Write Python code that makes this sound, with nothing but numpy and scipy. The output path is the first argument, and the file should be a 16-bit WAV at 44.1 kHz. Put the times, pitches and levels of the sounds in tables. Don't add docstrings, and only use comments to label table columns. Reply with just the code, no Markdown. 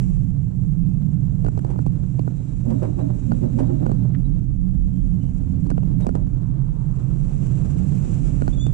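import sys
import numpy as np
from scipy import signal
from scipy.fft import rfft, irfft, next_fast_len
from scipy.io import wavfile
from scipy.ndimage import uniform_filter1d, minimum_filter1d

SR = 44100
rng = np.random.default_rng(int(sys.argv[2]) if len(sys.argv) > 2 else 0)


def master_out(mix):
    frames = np.transpose(np.atleast_2d(mix))
    ceiling = np.clip(frames, -1, 1)
    pcm = np.round(ceiling * 32767).astype(np.int16)
    wavfile.write(sys.argv[1], SR, pcm)


N = 384993
T = np.arange(N) / SR
FREQ = np.maximum(np.arange(N // 2 + 1) * SR / N, 1)

# frequency in Hz, left level in dB, left lead in radians.
MOUNT = [(38.4, -17, 4.5), (96, -12, -1), (179, -23.5, 1), (324, -13, 3.5), (513, -5.5, 4), (690, -4, 3.5),
         (1170, -3, 3.5), (2320, -0.5, 0.76), (3840, -1.5, 1), (7440, -2.5, -2.5), (10800, -10.5, -1.5)]

# frequency in Hz, width in Hz, relative level in dB.
HEAVE_MODES = [(27.8, 35, -10.5), (39.3, 27, 6), (79.65, 9.6, 1)]
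CHASSIS_MODES = [(123.3, 52, -0.083), (147.2, 48, -0.074)]
UPPER_MODE = [(178.14, 28, 0)]
FRAME_MODES = [(232, 34, -1.5), (269.6, 45.3, 1), (364, 20, -15.5)]
# time in seconds, heave, chassis boom and frame drone in dB before trims.
RIDE = [(0, -18.5, -15.5, -41), (.55, -22.5, -20.5, -40.5), (1.05, -26.5, -17, -36.5),
        (1.8, -21.5, -20, -38), (2.4, -27, -25.5, -40), (3.6, -24.5, -22.5, -28), (4.25, -23, -19.5, -32.5),
        (4.7, -20, -26, -36.5), (5.9, -20.5, -19.5, -30), (6.8, -24, -23, -41), (7.8, -22, -19, -33.5),
        (8.73, -18.5, -21, -33.5)]
# time in seconds, level in dB before trim.
UPPER_BOOM = [(0.0, -29.5), (0.51, -37), (0.82, -23), (1.55, -36), (2.82, -33.5), (3.62, -30.5),
              (5.76, -28.5), (5.98, -25), (6.25, -38.5), (8.41, -31), (8.44, -36.5)]

# time in seconds, centre pitch in Hz, mean level in dB.
WHEEL_HUM = [(0, 118.5, -41), (1.5, 117.9, -29.5), (2.55, 122, -27.5), (2.75, 124.2, -21.5),
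             (2.92, 121.6, -29), (3.12, 122.1, -20), (3.27, 122, -24.5), (3.88, 119, -22),
             (4.13, 123.4, -19.5), (4.25, 125.8, -29.5), (6.1, 122.6, -31), (6.6, 129.3, -24.5),
             (8.3, 140.6, -26.5), (8.73, 120.3, -20)]

# frequency in Hz, relative density in dB per Hz.
ROAR_SPECTRUM = [(150, -12), (300, 12), (450, 2), (650, -5.5), (1000, -13), (1500, -19), (2200, -30.5),
                 (4000, -30.5), (9000, -52.5)]
HISS_SPECTRUM = [(500, -8.5), (1100, 1.5), (1900, -3.5), (2650, -0.5), (3400, -10), (4700, -11.5),
                 (6000, -4), (7300, 3), (8400, -3.5), (10000, -9.5), (11500, -23.5), (15000, -55.5)]
# time in seconds, roar and hiss in dB before trims.
ROLL = [(0, -59, -65.5), (.3, -64, -76), (1.2, -62.5, -75), (1.6, -61.5, -73.5), (2.45, -61.5, -70.5),
        (2.9, -60.5, -69.5), (3.7, -55.5, -69.5), (4.15, -58, -77), (4.6, -65.5, -78), (5.3, -61, -71.5),
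        (5.9, -60, -75.5), (6.7, -61, -76.5), (7.3, -55.5, -66), (8.25, -53.5, -61.5), (8.73, -58, -69)]

# time in seconds, level in dB.
GRIND = [(6.1, -101), (6.4, -59.5), (7.0, -57), (7.5, -77), (8, -97)]
# frequency in Hz, width in Hz, relative level in dB.
GRIND_MODE = [(970, 610, 0)]

# start in seconds, length in seconds, centre pitch in Hz, level in dB.
SQUEALS = [(0.774, 0.23, 2590, -71), (2.1, 2.0, 3870, -71), (4.243, 0.027, 3920, -62),
           (4.76, 0.46, 3190, -75), (5.19, 0.13, 2990, -66.5), (6.014, 0.04, 3770, -61)]

# peak time in seconds, level in dB.
SCRAPES = [(4.149, -45.5), (6.009, -53)]
# frequency in Hz, width in Hz, relative level in dB.
SCRAPE_MODE = [(1650, 1160, 0)]

# start in seconds, length in seconds, centre pitch in Hz, level in dB.
GROANS = [(2.648, 0.12, 227.2, -15.5), (2.729, 0.072, 270, -20.5), (2.855, 0.073, 290.4, -23),
          (2.965, .055, 355, -25), (3.01, 0.072, 282, -18.5), (3.252, 0.15, 227.6, -21),
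          (3.403, 0.097, 229.3, -19.5), (3.413, .055, 358, -22.5), (3.443, 0.065, 273.6, -24.5),
          (3.534, 0.082, 226, -17.5), (3.583, 0.082, 258.4, -15), (3.669, 0.084, 348.6, -22.5),
          (3.707, 0.084, 276.5, -22), (3.795, 0.068, 310.7, -22), (3.836, .14, 223.6, -21)]

# peak time in seconds, scrub in dB before trims, crackle in dB.
JUDDERS = [(1.665, -36, -73), (1.704, -30, -53), (2.661, -33, -75.5), (2.705, -25, -51),
           (2.831, -20, -49.5), (2.993, -23.5, -57.5), (3.1, -32, -77), (3.436, -27.5, -58),
           (3.592, -20.5, -46), (3.702, -31, -71), (3.825, -28.5, -59), (4.051, -34.5, -68),
           (6.008, -31, -50.5), (6.044, -38, -61), (6.165, -29.5, -60)]
# frequency in Hz, relative density in dB per Hz.
SCRUB_SPECTRUM = [(120, -16), (240, 3), (360, 8), (425, -1), (500, 3), (565, 1), (635, -2), (950, -8),
                  (1400, -21), (2700, -36), (5000, -51.5), (8500, -42.5), (12000, -75)]
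# frequency in Hz, width in Hz, relative level in dB.
CLATTER_MODES = [(365, 48, 1.5), (474, 94, -4), (603, 25, 3), (782, 140, -13)]

# time in seconds, clunk and tick in dB before trims, lower and upper pin in dB.
KNOCKS = [(1.446, -29, -58.5, -54, -47.5), (1.463, -28.5, -58.5, -43, -55),
          (1.483, -28.5, -58.5, -48.5, -57.5), (1.575, -28.5, -61, -60, -52),
          (1.59, -37.5, -57.5, -50, -61), (1.647, -27.5, -60, -54, -50.5), (1.759, -33.5, -70, -63.5, -67),
          (1.789, -29.5, -64, -61.5, -57.5), (1.863, -27, -59.5, -49, -50.5),
          (2.192, -26.5, -60, -45.5, -45.5), (2.276, -28, -71, -56, -60), (3.318, -22, -65, -46.5, -46.5),
          (3.863, -24, -57.5, -43, -49.5), (3.894, -29, -66.5, -55, -58), (3.915, -25, -59.5, -52.5, -49),
          (5.665, -38, -66, -60, -55), (5.701, -30.5, -54.5, -51.5, -55), (5.703, -31.5, -58, -56, -55),
          (5.713, -30, -67, -49.5, -50), (5.778, -26.5, -66, -45.5, -65), (5.831, -34.5, -72, -49.5, -72.5),
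          (6.066, -23.5, -51, -42.5, -62), (6.09, -25.5, -59.5, -47.5, -60), (6.152, -25, -56, -57, -64),
          (8.419, -24, -56, -42.5, -53), (8.478, -23.5, -55, -51, -41), (8.665, -30, -52.5, -40, -49)]
# centre frequency in Hz, relative level in dB, 60 dB decay in seconds.
KNOCK_BODY = [(258, -3, 0.11), (390, 4.5, 0.018), (748, 3, 0.011), (1310, -9, 0.018)]
# centre frequency in Hz, 60 dB decay in seconds.
PIN_MODES = [(2750, 0.0071), (4390, 0.0092)]
# frequency in Hz, relative density in dB per Hz.
STEEL_SPECTRUM = [(700, -15.5), (1450, 10), (2100, 3), (2900, -1), (3600, -5), (5500, -5), (7800, 2),
                  (9800, -4.5), (11500, -23.5), (15000, -38)]

# time in seconds, centre pitch in Hz, mean level in dB.
BEND_SQUEAL = [(8.515, 3500, -71), (8.535, 3520, -47), (8.558, 3610, -60), (8.595, 3330, -49.5),
               (8.614, 3534, -39.5), (8.645, 3484, -44.5), (8.672, 3560, -48), (8.688, 3470, -60),
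               (8.703, 3530, -60), (8.73, 3500, -68)]

OCTAVE_MATCH_DB = -33.5
OCTAVE_GROWTH = 0.26
OCTAVE_LIMIT_HZ = 4200
TOP_HZ = 15600


def undb(db):
    return 10 ** (np.asarray(db) / 20)


def unit(x):
    return x / np.sqrt(np.mean(x ** 2))


def curves(table):
    time, *columns = np.transpose(table)
    return [np.interp(T, time, c) for c in columns]


def spectra(table):
    hz, *columns = np.transpose(table)
    return [np.interp(np.log(FREQ), np.log(hz), c) for c in columns]


def spectrum(table):
    return undb(spectra(table)[0])


def filtered(x, response):
    return irfft(rfft(x) * response, N)


def noise():
    return rng.standard_normal(N)


def walk(rate):
    return unit(filtered(noise(), np.exp(-(FREQ / rate) ** 2)))


def resonances(modes):
    power = 0
    for hz, width, db in modes:
        detuning = (FREQ - hz * hz / FREQ) / width
        power = power + undb(2 * db) / (1 + detuning ** 2) ** 2.43
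    return np.sqrt(power)


def ports(near, stray=0.0, share=0.0):
    left_db, lead = spectra(MOUNT)
    left = np.sqrt(1 - share) * near + np.sqrt(share) * stray
    return np.array([filtered(left, undb(left_db) * np.exp(1j * lead)), near])


def shaken(response, share, force=1.0):
    response = response / np.sqrt(np.mean(response ** 2))
    near = filtered(force * noise(), response)
    stray = filtered(force * noise(), response)
    return ports(near, stray, share)


def add(track, start, sound):
    i = max(int(start * SR), 0)
    track[i:i + len(sound)] += sound[:N - i]


def bursts(rows, rise_s, fall_s):
    force = np.zeros(N)
    age = np.arange(-SR // 20, SR // 4) / SR
    for time, db in rows:
        add(force, time + age[0], undb(db) * np.exp(np.minimum(age / rise_s, -age / fall_s)))
    return force


def ring(modes, age, detune):
    y = np.zeros(len(age))
    for k, (hz, db, t60) in enumerate(modes):
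        decay = undb(db - 60 * age / t60)
        y += (-1) ** k * decay * np.sin(2 * np.pi * hz * detune[k] * age)
    return y / np.abs(y).max()


def sing(hz, db):
    phase = 2 * np.pi * np.cumsum(hz) / SR
    octave = undb(OCTAVE_GROWTH * (db - OCTAVE_MATCH_DB)) * (hz.mean() < OCTAVE_LIMIT_HZ)
    return undb(db) * (np.sin(phase) + octave * np.sin(2 * phase))


def rumble(heave_db, boom_db, drone_db):
    heave = shaken(resonances(HEAVE_MODES), share=0.41) * undb(heave_db)
    boom = shaken(resonances(CHASSIS_MODES), share=0.13) * undb(boom_db - 0.6)
    upper = shaken(resonances(UPPER_MODE), share=0.29) * undb(curves(UPPER_BOOM)[0] + 4.5)
    drone = shaken(resonances(FRAME_MODES), share=0.92) * undb(drone_db)
    return heave + boom + upper + drone


def hum(wander=0.03, flutter_db=3):
    hz, db = curves(WHEEL_HUM)
    phase = 2 * np.pi * np.cumsum(hz * (1 + wander * walk(20.3))) / SR
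    return ports(unit(np.sin(phase)) * undb(db + flutter_db * walk(35)))


def wheels(roar_db, hiss_db):
    roar_force = undb(roar_db + 16.5 + 2.0 * walk(35))
    hiss_force = undb(hiss_db + 9.0 + 1.5 * walk(38))
    roar = shaken(spectrum(ROAR_SPECTRUM), share=0.99, force=roar_force)
    hiss = shaken(spectrum(HISS_SPECTRUM), share=0.9, force=hiss_force)
    return roar + hiss


def grinding():
    force = undb(curves(GRIND)[0] + 2 * walk(50))
    return shaken(resonances(GRIND_MODE), share=1.0, force=force)


def squeals(flutter_db=3.5, scatter=0.016, wander=0.003):
    out = np.zeros(N)
    flutter = unit(undb(flutter_db * walk(30)))
    bend = 1 + scatter * walk(390) + wander * walk(23)
    for start, length, hz, db in SQUEALS:
        on = (T > start) & (T < start + length)
        swell = np.sqrt(np.abs(np.sin(np.pi * (T[on] - start) / length)))
        out[on] += swell * flutter[on] * sing(hz * bend[on], db)
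    return ports(out)


def scrapes(grit_db=3):
    grit = unit(undb(grit_db * walk(300)))
    force = bursts(SCRAPES, rise_s=0.005, fall_s=0.01) * grit
    return shaken(resonances(SCRAPE_MODE), share=0.66, force=force)


def groans(waver=0.025, overtone=2.3, overtone_db=-17):
    out = np.zeros(N)
    flex = 1 + waver * walk(62)
    for start, length, hz, db in GROANS:
        on = (T > start) & (T < start + length)
        phase = 2 * np.pi * np.cumsum(hz * flex[on]) / SR
        swell = np.sin(np.pi * (T[on] - start) / length)
        tone = np.sin(phase) + undb(overtone_db) * np.sin(overtone * phase)
        out[on] += undb(db) * swell * tone
    return ports(out)


def judders(grit_db=3, rub_db=-4, clatter_db=-6):
    times, scrub_db, crackle_db = np.transpose(JUDDERS)
    slips = unit(undb(grit_db * walk(230)))
    rub = bursts(zip(times, scrub_db), rise_s=0.0067, fall_s=0.032) * slips
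    bite = bursts(zip(times, crackle_db), rise_s=0.006, fall_s=0.018)
    scrub = undb(rub_db) * shaken(spectrum(SCRUB_SPECTRUM), share=1.0, force=rub)
    clatter = undb(clatter_db) * shaken(resonances(CLATTER_MODES), share=0.23, force=rub)
    crackle = shaken(spectrum(STEEL_SPECTRUM), share=0.31, force=bite)
    return scrub + clatter + crackle


def knocks(body_db=12.0, tick_db=15, scuff_db=-10, scatter=0.08, pin_scatter=0.025, contact_s=0.0019):
    struck = np.zeros(N)
    age = np.arange(SR // 20) / SR
    chances = rng.standard_normal((len(KNOCKS), len(KNOCK_BODY)))
    for (time, db, _, *pins_db), chance in zip(KNOCKS, chances):
        add(struck, time + 0.001, undb(db + body_db) * ring(KNOCK_BODY, age, 1 + scatter * chance))
        for (hz, t60), pin_db in zip(PIN_MODES, pins_db):
            pin = ring([(hz, 0, t60)], age, 1 + pin_scatter * chance)
            add(struck, time + contact_s, undb(pin_db) * pin)
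    times, clunk_db, steel_db, *_ = np.transpose(KNOCKS)
    contact = bursts(zip(times + contact_s, steel_db + tick_db), rise_s=0.00076, fall_s=0.0014)
    rub = bursts(zip(times, clunk_db + scuff_db), rise_s=0.006, fall_s=0.008)
    tick = shaken(spectrum(STEEL_SPECTRUM), share=0.93, force=contact)
    scuff = shaken(spectrum(SCRUB_SPECTRUM), share=1.0, force=rub)
    return ports(struck) + tick + scuff


def bend_squeal(scatter=0.004, flutter_db=1):
    hz, db = curves(BEND_SQUEAL)
    tone = sing(hz * (1 + scatter * walk(250)), db + flutter_db * walk(120))
    return ports(tone * (T > BEND_SQUEAL[0][0]))


def scene():
    background = rumble(*curves(RIDE)) + hum() + wheels(*curves(ROLL)) + grinding()
    events = squeals() + scrapes() + groans() + judders() + knocks() + bend_squeal()
    return background + events


def limited(x, ceiling_db, window_s):
    size = max(int(window_s * SR), 2)
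    swing = np.abs(signal.hilbert(x[1], next_fast_len(N)))[:N]
    gain = np.minimum(1, undb(ceiling_db) / (swing + 1e-9))
    held = minimum_filter1d(gain, size)
    return x * uniform_filter1d(uniform_filter1d(held, size), size)


def record(dry):
    bass = filtered(dry, 1 / (1 + (FREQ / 330) ** 4))
    held = dry - bass + limited(bass * undb(2.0), ceiling_db=-9.0, window_s=0.0042)
    top_cut = signal.ellip(8, 0.2, 70, TOP_HZ, fs=SR, output="sos")
    return signal.sosfilt(top_cut, held)


dry = scene()
out = record(dry)
master_out(out)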